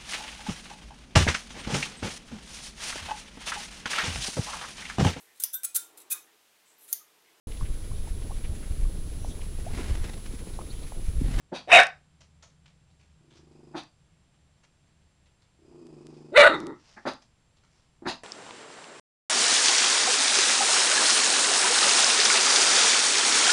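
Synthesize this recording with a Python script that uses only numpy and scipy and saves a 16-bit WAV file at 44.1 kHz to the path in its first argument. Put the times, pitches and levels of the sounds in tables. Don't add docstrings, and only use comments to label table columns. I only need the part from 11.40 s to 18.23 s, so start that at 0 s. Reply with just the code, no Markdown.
import sys
import numpy as np
from scipy import signal
from scipy.fft import rfft, irfft, next_fast_len
from scipy.io import wavfile
from scipy.ndimage import uniform_filter1d

SR = 44100
rng = np.random.default_rng(int(sys.argv[2]) if len(sys.argv) > 2 else 0)


def pcm_store(signal):
    levels = np.round(np.clip(np.atleast_2d(signal), -1, 1) * 32767)
    wavfile.write(sys.argv[1], SR, levels.astype(np.int16).T)


N = 301400

# frequency in Hz, gain in dB.
SMALL_BODY = [(60, -25), (100, -11.5), (145, 0)]


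def amp(db):
    return 10 ** (np.asarray(db) / 20)


def evened(x):
    return x / np.sqrt(np.mean(x ** 2) + 1e-20)


def steadied(x, size=700):
    return x / np.sqrt(abs(uniform_filter1d(x ** 2, size)) + 1e-20)


def look_up(points, hz):
    f, value = np.transpose(points)
    return np.interp(np.log(hz + 1), np.log(f + 1), value)


def ramp(t, start, length):
    return np.clip((t - start) / length, 0, 1)


def blend(a, b, share):
    return a + (b - a) * share


def add(mix, start, sound):
    part = mix[max(round(start * SR), 0):][:len(sound)]
    part += sound[:len(part)]


def noise(t):
    return np.resize(np.roll(rng.standard_normal(N), -int(t[0] * SR)), len(t))


def wobble(t, hz):
    f = np.fft.rfftfreq(len(t), 1 / SR)
    return evened(irfft(rfft(noise(t)) * np.exp(-(f / hz) ** 2) * (f > 0), len(t)))


def colour(x, points):
    size = next_fast_len(len(x) + 4096)
    gain = amp(look_up(points, np.fft.rfftfreq(size, 1 / SR)))
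    return irfft(rfft(x, size) * gain, size)[:len(x)]


def resonate(x, hz, width, order=1):
    turn = np.exp(2j * np.pi * np.cumsum(hz * np.ones(len(x))) / SR)
    decay = np.exp(-np.pi * width * order / SR)
    shifted = x / turn
    for _ in range(order):
        shifted = signal.lfilter([1 - decay], [1, -decay], shifted + 1e-18)
    return 2 * (turn * shifted).real


def cavity(x, resonances):
    size = next_fast_len(len(x) + 2048)
    f = abs(np.fft.fftfreq(size, 1 / SR))
    power = sum(amp(db) ** 2 / (1 + ((f - hz) / width) ** 2 * 2) ** 3 for hz, width, db in resonances)
    response = np.exp(np.conj(signal.hilbert(.5 * np.log(power + 1e-9))))
    return np.fft.ifft(np.fft.fft(x, size) * response).real[:len(x)]


def swell(t, peak, rise, fall):
    return np.exp(-(np.minimum(t - peak, 0) / rise) ** 2 - np.maximum(t - peak, 0) / fall)


def background(whine_hz=7418):
    # frequency in Hz, relative level in dB.
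    hiss_shape = [(15, -8), (50, -3.5), (130, -6), (250, -15), (400, -20), (700, -21.5), (1400, -25),
                  (2100, -26), (3000, -26), (6000, -31.5), (10000, -34.5), (15000, -38)]
    t = np.arange(N) / SR
    hiss = amp(-65) * evened(colour(noise(t), hiss_shape))
    drone = evened(cavity(noise(t), [(74.5, 11, -3), (152, 46, -7)]))
    drone_db = -73 + 11.5 * np.exp(-((t - 1.5) / 1.9) ** 2)
    whine = np.sin(2 * np.pi * np.cumsum(whine_hz + 3 * wobble(t, 30)) / SR)
    return hiss + amp(drone_db) * drone + amp(-79) * whine


def vocal_folds(t, hz, rough, jitter, shimmer=.94, wobble_hz=220):
    rough = np.clip(rough, 0, 1)
    cycles = np.cumsum(hz * (1 + jitter * rough * wobble(t, wobble_hz))) / SR
    pulses = sum(np.cos(2 * np.pi * k * cycles) * (k * hz < SR / 2) for k in range(1, 37))
    pulses = evened(pulses) * (1 + shimmer * rough * wobble(t, wobble_hz))
    puffs = evened((.1 + np.exp(-(cycles % 1) / .3)) * noise(t))
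    return np.sqrt(1 - rough) * pulses + np.sqrt(rough) * puffs, np.sin(2 * np.pi * cycles)


def window_echoes(x, share=.36):
    # extra travel time by way of the pane or its frame, in seconds.
    detours = [0.00097, .0017, .0029]
    delays = np.exp(-2j * np.pi * np.outer(detours, np.fft.rfftfreq(len(x), 1 / SR)))
    return irfft(rfft(x) * np.prod((delays - share) / (1 - share * delays), axis=0), len(x))


def muffle(x, hz):
    return signal.sosfilt(signal.butter(2, min(hz, SR / 3), fs=SR, output="sos"), x)


def chuffs():
    # peak time in seconds, level in dB, rise in seconds, pitch in Hz,
    # mouth resonance in Hz, lip cut-off in Hz.
    grunts = [(.129, -29, .0065, 187.4, 552.9, 700), (2.357, -30.5, .011, 148.9, 345, 1260),
              (5.579, -43, 0.01, 201.8, 1740, 3970), (5.656, -29.5, 0.0024, 147.5, 560, 1500),
              (5.673, -23.5, 0.0079, 134.8, 610, 2886), (6.624, -39.5, .002, 167.7, 333, 795),
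              (6.671, -25, 0.012, 123.6, 350, 2600)]
    # frequency in Hz, width in Hz, gain in dB.
    muzzle = [(257, 130, -0.5), (348, 76, -2), (584, 77, -6.5), (840, 290, -5), (1250, 420, -10.5),
              (1680, 750, -9), (2420, 250, -17)]
    out = np.zeros(N)
    for peak, db, rise, hz, mouth_hz, lips_hz in grunts:
        t = peak + np.arange(-SR // 12, SR // 5) / SR
        pulses, _ = vocal_folds(t, hz, rough=.6, jitter=.23)
        grunt = colour(window_echoes(cavity(pulses, muzzle)), SMALL_BODY)
        grunt += amp(3.5) * resonate(grunt, mouth_hz, width=150)
        grunt = steadied(muffle(grunt, lips_hz), size=300)
        add(out, t[0], amp(db) * grunt * swell(t, peak, rise, fall=.016))
    return out


def snorts():
    # peak time in seconds, level in dB, nose size as a factor (bigger sounds lower).
    blows = [(.163, -35.5, 1.06), (2.383, -38.5, 1.044), (5.687, -35.5, 1.008), (6.695, -29, 0.976)]
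    # frequency in Hz at size 1, width in Hz, gain in dB.
    nose = [(860, 670, 1.5), (1680, 660, -4), (2654, 360, -2), (3900, 1300, -1.5), (4880, 400, -2),
            (6220, 1200, -12), (9200, 5600, -24)]
    out = np.zeros(N)
    for peak, db, size in blows:
        t = peak + np.arange(-SR // 12, SR // 5) / SR
        resonances = [(hz / size, width, gain) for hz, width, gain in nose]
        air = evened(cavity(noise(t) * amp(wobble(t, 300)), resonances))
        add(out, t[0], amp(db) * air * swell(t, peak, rise=.02, fall=.023))
    return out


def voice(t, effort_db, hz, rough, mouth_hz, throat,
          tone_db, mouth_db, mouth_width, open_db, shut_hz, jitter):
    pulses, lowest_tone = vocal_folds(t, hz, rough, jitter)
    sound = cavity(pulses, throat)
    sound = steadied(sound + amp(mouth_db) * resonate(sound, mouth_hz, mouth_width))
    sound += amp(tone_db) * (1 - rough) * lowest_tone
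    lips_open = amp(np.minimum(effort_db - open_db, 0))
    sound = blend(muffle(sound, shut_hz), sound, lips_open)
    return t[0], amp(effort_db) * steadied(sound, size=350) * signal.windows.tukey(len(t), .04)


def bark_motion(at, hold, release, db, hz, climb, wide_rough, wide_hz):
    lead_s, snap_s, swell_s = .048, .009, .012
    shut_mouth_hz, half_mouth_hz, sag_db_per_s = 335, 1520, -38
    t = np.arange(-lead_s, hold + release, 1 / SR)
    lead = ramp(t, -lead_s, lead_s + swell_s)
    held_s = np.clip(t, 0, hold)
    fade = ramp(t, hold, release)
    opening = ramp(t, -lead_s, lead_s - snap_s) ** 3.5
    closing = ramp(t, start=.053, length=.019)
    attack_db = np.interp(t, [-lead_s, -snap_s, 0, swell_s], [-36, -18.5, -5, 0])
    break_db = -3 * np.sin(np.pi * closing)
    effort_db = db + attack_db + sag_db_per_s * held_s + break_db - 18 * fade
    pitch = (hz + climb * held_s) * blend(.44, .99, lead) * blend(.99, .85, fade)
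    rough = blend(blend(.22, wide_rough, lead), .74, closing)
    mouth_hz = blend(blend(shut_mouth_hz, wide_hz, opening), half_mouth_hz, closing)
    return at + t, effort_db, pitch, rough, mouth_hz


def barks():
    # time the lips part, hold and release in seconds, level in dB, base pitch in Hz, its
    # climb in Hz per second, then roughness (0 to 1) and mouth resonance in Hz with the jaw wide.
    calls = [(.321, .075, .042, -5.7, 680, 1300, .45, 2560), (4.965, .115, .005, -6.7, 592, 130, .18, 2190)]
    # frequency in Hz, width in Hz, gain in dB.
    wide_throat = [(695.4, 240, 0), (1110, 410, -11), (1764, 530, -7), (2450, 1000, -8.5), (3740, 260, -9),
                   (5270, 1700, -26.5), (8617, 3300, -33.5)]
    half_throat = [(588.5, 130, 4), (905, 150, -6.5), (1235, 100, -8.5), (1457, 210, -4.5),
                   (1969, 244, -8.5), (2672, 930, -17.5), (3740, 340, -11.5), (4250, 390, -20),
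                   (8760, 3500, -36.5)]
    out = np.zeros(N)
    add(out, *voice(*bark_motion(*calls[0]), wide_throat, tone_db=-6.5, mouth_db=9.5,
                    mouth_width=240, open_db=-19, shut_hz=410, jitter=.08))
    add(out, *voice(*bark_motion(*calls[1]), half_throat, tone_db=3, mouth_db=10,
                    mouth_width=340, open_db=-24.5, shut_hz=500, jitter=.1))
    return out


def ticks():
    # start in seconds, peak level in dB.
    clicks = [(.402, -3), (.435, -10), (0.4694, -15.5), (2.436, -33), (4.469, -38), (4.669, -30.5),
              (5.203, -24), (5.269, -22), (5.736, -29)]
    out, age = np.zeros(N), np.arange(64) / SR
    for start, db in clicks:
        add(out, start, amp(db) * np.exp(-age / .00006) * np.cos(2 * np.pi * 4000 * age))
    return out


def sniff(peak, db, rise, fall, hz):
    t = peak + np.arange(-SR // 5, SR // 3) / SR
    grainy = noise(t) * amp(3 * wobble(t, 250))
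    air = colour(grainy, [(200, -11), (600, -.5), (2500, -2), (6500, -5.5), (10000, -22)])
    air = evened(air + amp(-.5) * resonate(air, hz, width=1100, order=2))
    return t[0], amp(db) * air * swell(t, peak, rise, fall)


def sniffing(sharp_rise_s=.0032, snuffles_per_s=1.2):
    # peak time in seconds, level in dB, fall in seconds, bright band in Hz.
    sharp_sniffs = [(0.81, -52.5, 0.019, 5720), (1.028, -53.5, 0.037, 6600), (1.26, -59, 0.034, 2760),
                    (1.599, -65.5, 0.064, 2570), (1.908, -62, 0.068, 3210), (3.238, -54, 0.012, 2195),
                    (3.47, -68, 0.027, 2180), (3.862, -65, 0.014, 2990), (4.02, -69, 0.025, 4330),
                    (5.823, -56.5, 0.014, 5220), (6.238, -63, .025, 1486)]
    # peak time in seconds, level in dB, rise in seconds.
    slow_draws = [(1.975, -60, .03), (4.78, -70.5, 0.22), (5.2, -60, 0.085), (5.521, -59.5, 0.12),
                  (6.38, -69.5, 0.09)]
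    out = np.zeros(N)
    for peak, db, fall, hz in sharp_sniffs:
        add(out, *sniff(peak, db, sharp_rise_s, fall, hz))
    for peak, db, rise in slow_draws:
        add(out, *sniff(peak, db, rise, fall=.75 * rise, hz=5300))
    chances = rng.uniform(-1, 1, (int(snuffles_per_s * N / SR), 3))
    for k, (shift, strength, brightness) in enumerate(chances):
        peak = (k + 1 + shift / 2) / snuffles_per_s
        db, hz = -68.5 + 3 * strength, 3000 * 2 ** (brightness / 2)
        add(out, *sniff(peak, db, sharp_rise_s, fall=.022, hz=hz))
    return out


def growls():
    # start and length in seconds, full level in dB, build-up time in seconds,
    # cycles per second at first and once settled, rasp level in dB relative to the ringing.
    rumbles = [(1.772, .578, -45.5, 0.45, 27.9, 25, -13.5), (4.161, .78, -49, .078, 35.5, 25, -16)]
    # strength of one flap of the cycle, in dB.
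    flap_db = (0, -2, -22)
    # frequency in Hz, level in dB, seconds to fade by 60 dB.
    chest = [(152, -7, .125), (255, -4.5, .1), (335, 5.5, .06), (385, -8, .05), (562, -14, .045),
             (900, -22, .04), (1030, -23, .04)]
    # frequency in Hz, width in Hz, gain in dB.
    rasp = [(750, 700, -2), (2520, 200, -9.5), (4950, 580, -11), (7300, 4500, -22)]
    out, age = np.zeros(N), np.arange(4000) / SR
    ring = sum(amp(db - 60 * age / fade_s) * np.sin(2 * np.pi * hz * age) for hz, db, fade_s in chest)
    ring *= 1 - np.exp(-age / .0014)
    puff = age * np.exp(-age / .006)
    for start, length, full_db, build, first_rate, settled_rate, rasp_db in rumbles:
        t = start + np.arange(0, length, 1 / SR)
        weakness = np.exp(-(t - start) / build)
        rate = blend(first_rate, settled_rate, ramp(t, start, length=.36)) * (1 + .02 * wobble(t, 40))
        flap_count = np.floor(np.cumsum(len(flap_db) * rate) / SR).astype(int)
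        place = flap_count % len(flap_db)
        held_back_db = -15 * weakness * (place > 0)
        kick_db = np.take(flap_db, place) + held_back_db + wobble(t, 60)
        kicks = np.diff(flap_count, prepend=0) * amp(kick_db)
        body = colour(signal.fftconvolve(kicks, ring)[:len(t)], SMALL_BODY)
        air = cavity(noise(t), rasp) * signal.fftconvolve(kicks, puff)[:len(t)]
        loudness = amp(full_db - 26 * weakness) * signal.windows.tukey(len(t), .03)
        add(out, start, loudness * (evened(body) + amp(rasp_db) * evened(air)))
    return out


def snarl(start=5.075, attack_s=.018, hold_s=.22, release_s=.073):
    # frequency in Hz, width in Hz, gain in dB.
    shut_throat = [(334.2, 180, 2), (596, 76, -9), (890, 200, -6.5), (1291, 300, -5.5), (1934, 330, -6.5),
                   (3730, 300, -7.5), (4300, 200, -18), (8000, 5000, -38)]
    t = np.arange(0, attack_s + hold_s + release_s, 1 / SR)
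    closing = ramp(t, start=.072, length=.025)
    faded = 1 - ramp(t, 0, attack_s) + ramp(t, attack_s + hold_s, release_s)
    effort_db = blend(-26.5, -36, closing) - 28 * faded
    out = np.zeros(N)
    add(out, *voice(start + t, effort_db, hz=blend(156, 139.5, closing), rough=blend(.62, 1.32, closing),
                    mouth_hz=blend(1347.5, 335, closing), throat=shut_throat, tone_db=-8.5,
                    mouth_db=4, mouth_width=160, open_db=-25.5, shut_hz=1700, jitter=.25))
    return out


def room(x, echo_db=-8, onset_s=.0059):
    # frequency in Hz, seconds to fade by 60 dB.
    fade_times = [(120, 0.42), (300, 0.13), (700, .23), (1600, 0.22), (3800, 0.2), (4800, 0.27),
                  (10000, .15)]
    echoes = rng.standard_normal(SR // 2) * (rng.random(SR // 2) < .2)
    hz, t, bands = signal.stft(echoes, SR, nperseg=256)
    bands *= amp(-60 * t / look_up(fade_times, hz)[:, None])
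    _, tail = signal.istft(bands, SR, nperseg=256)
    tail *= 1 - np.exp(-(np.arange(len(tail)) / SR / onset_s) ** 2)
    return x + amp(echo_db) * signal.fftconvolve(x, tail / np.linalg.norm(tail))[:N]


def scene():
    dog = chuffs() + snorts() + barks() + sniffing() + growls() + snarl()
    return (room(dog) + ticks() + background())[None]


def record(dry, ceiling=.68, bias=.016, top_hz=15500):
    # frequency in Hz, gain in dB.
    microphone = [(20, -1), (9800, -1), (10800, -7), (11600, -16), (12400, -23), (15000, -26)]
    driven = colour(dry[0], microphone) / ceiling
    driven += bias * np.tanh(driven) ** 2
    flattened = driven / (1 + driven ** 8) ** (1 / 8)
    distortion = colour(flattened - driven, [(10000, 0), (12000, -11)])
    treble_cut = signal.firwin(511, top_hz, window=("kaiser", 9), fs=SR)
    return signal.oaconvolve(ceiling * (driven + distortion), treble_cut, "same")[None]


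dry = scene()
out = record(dry)
pcm_store(out)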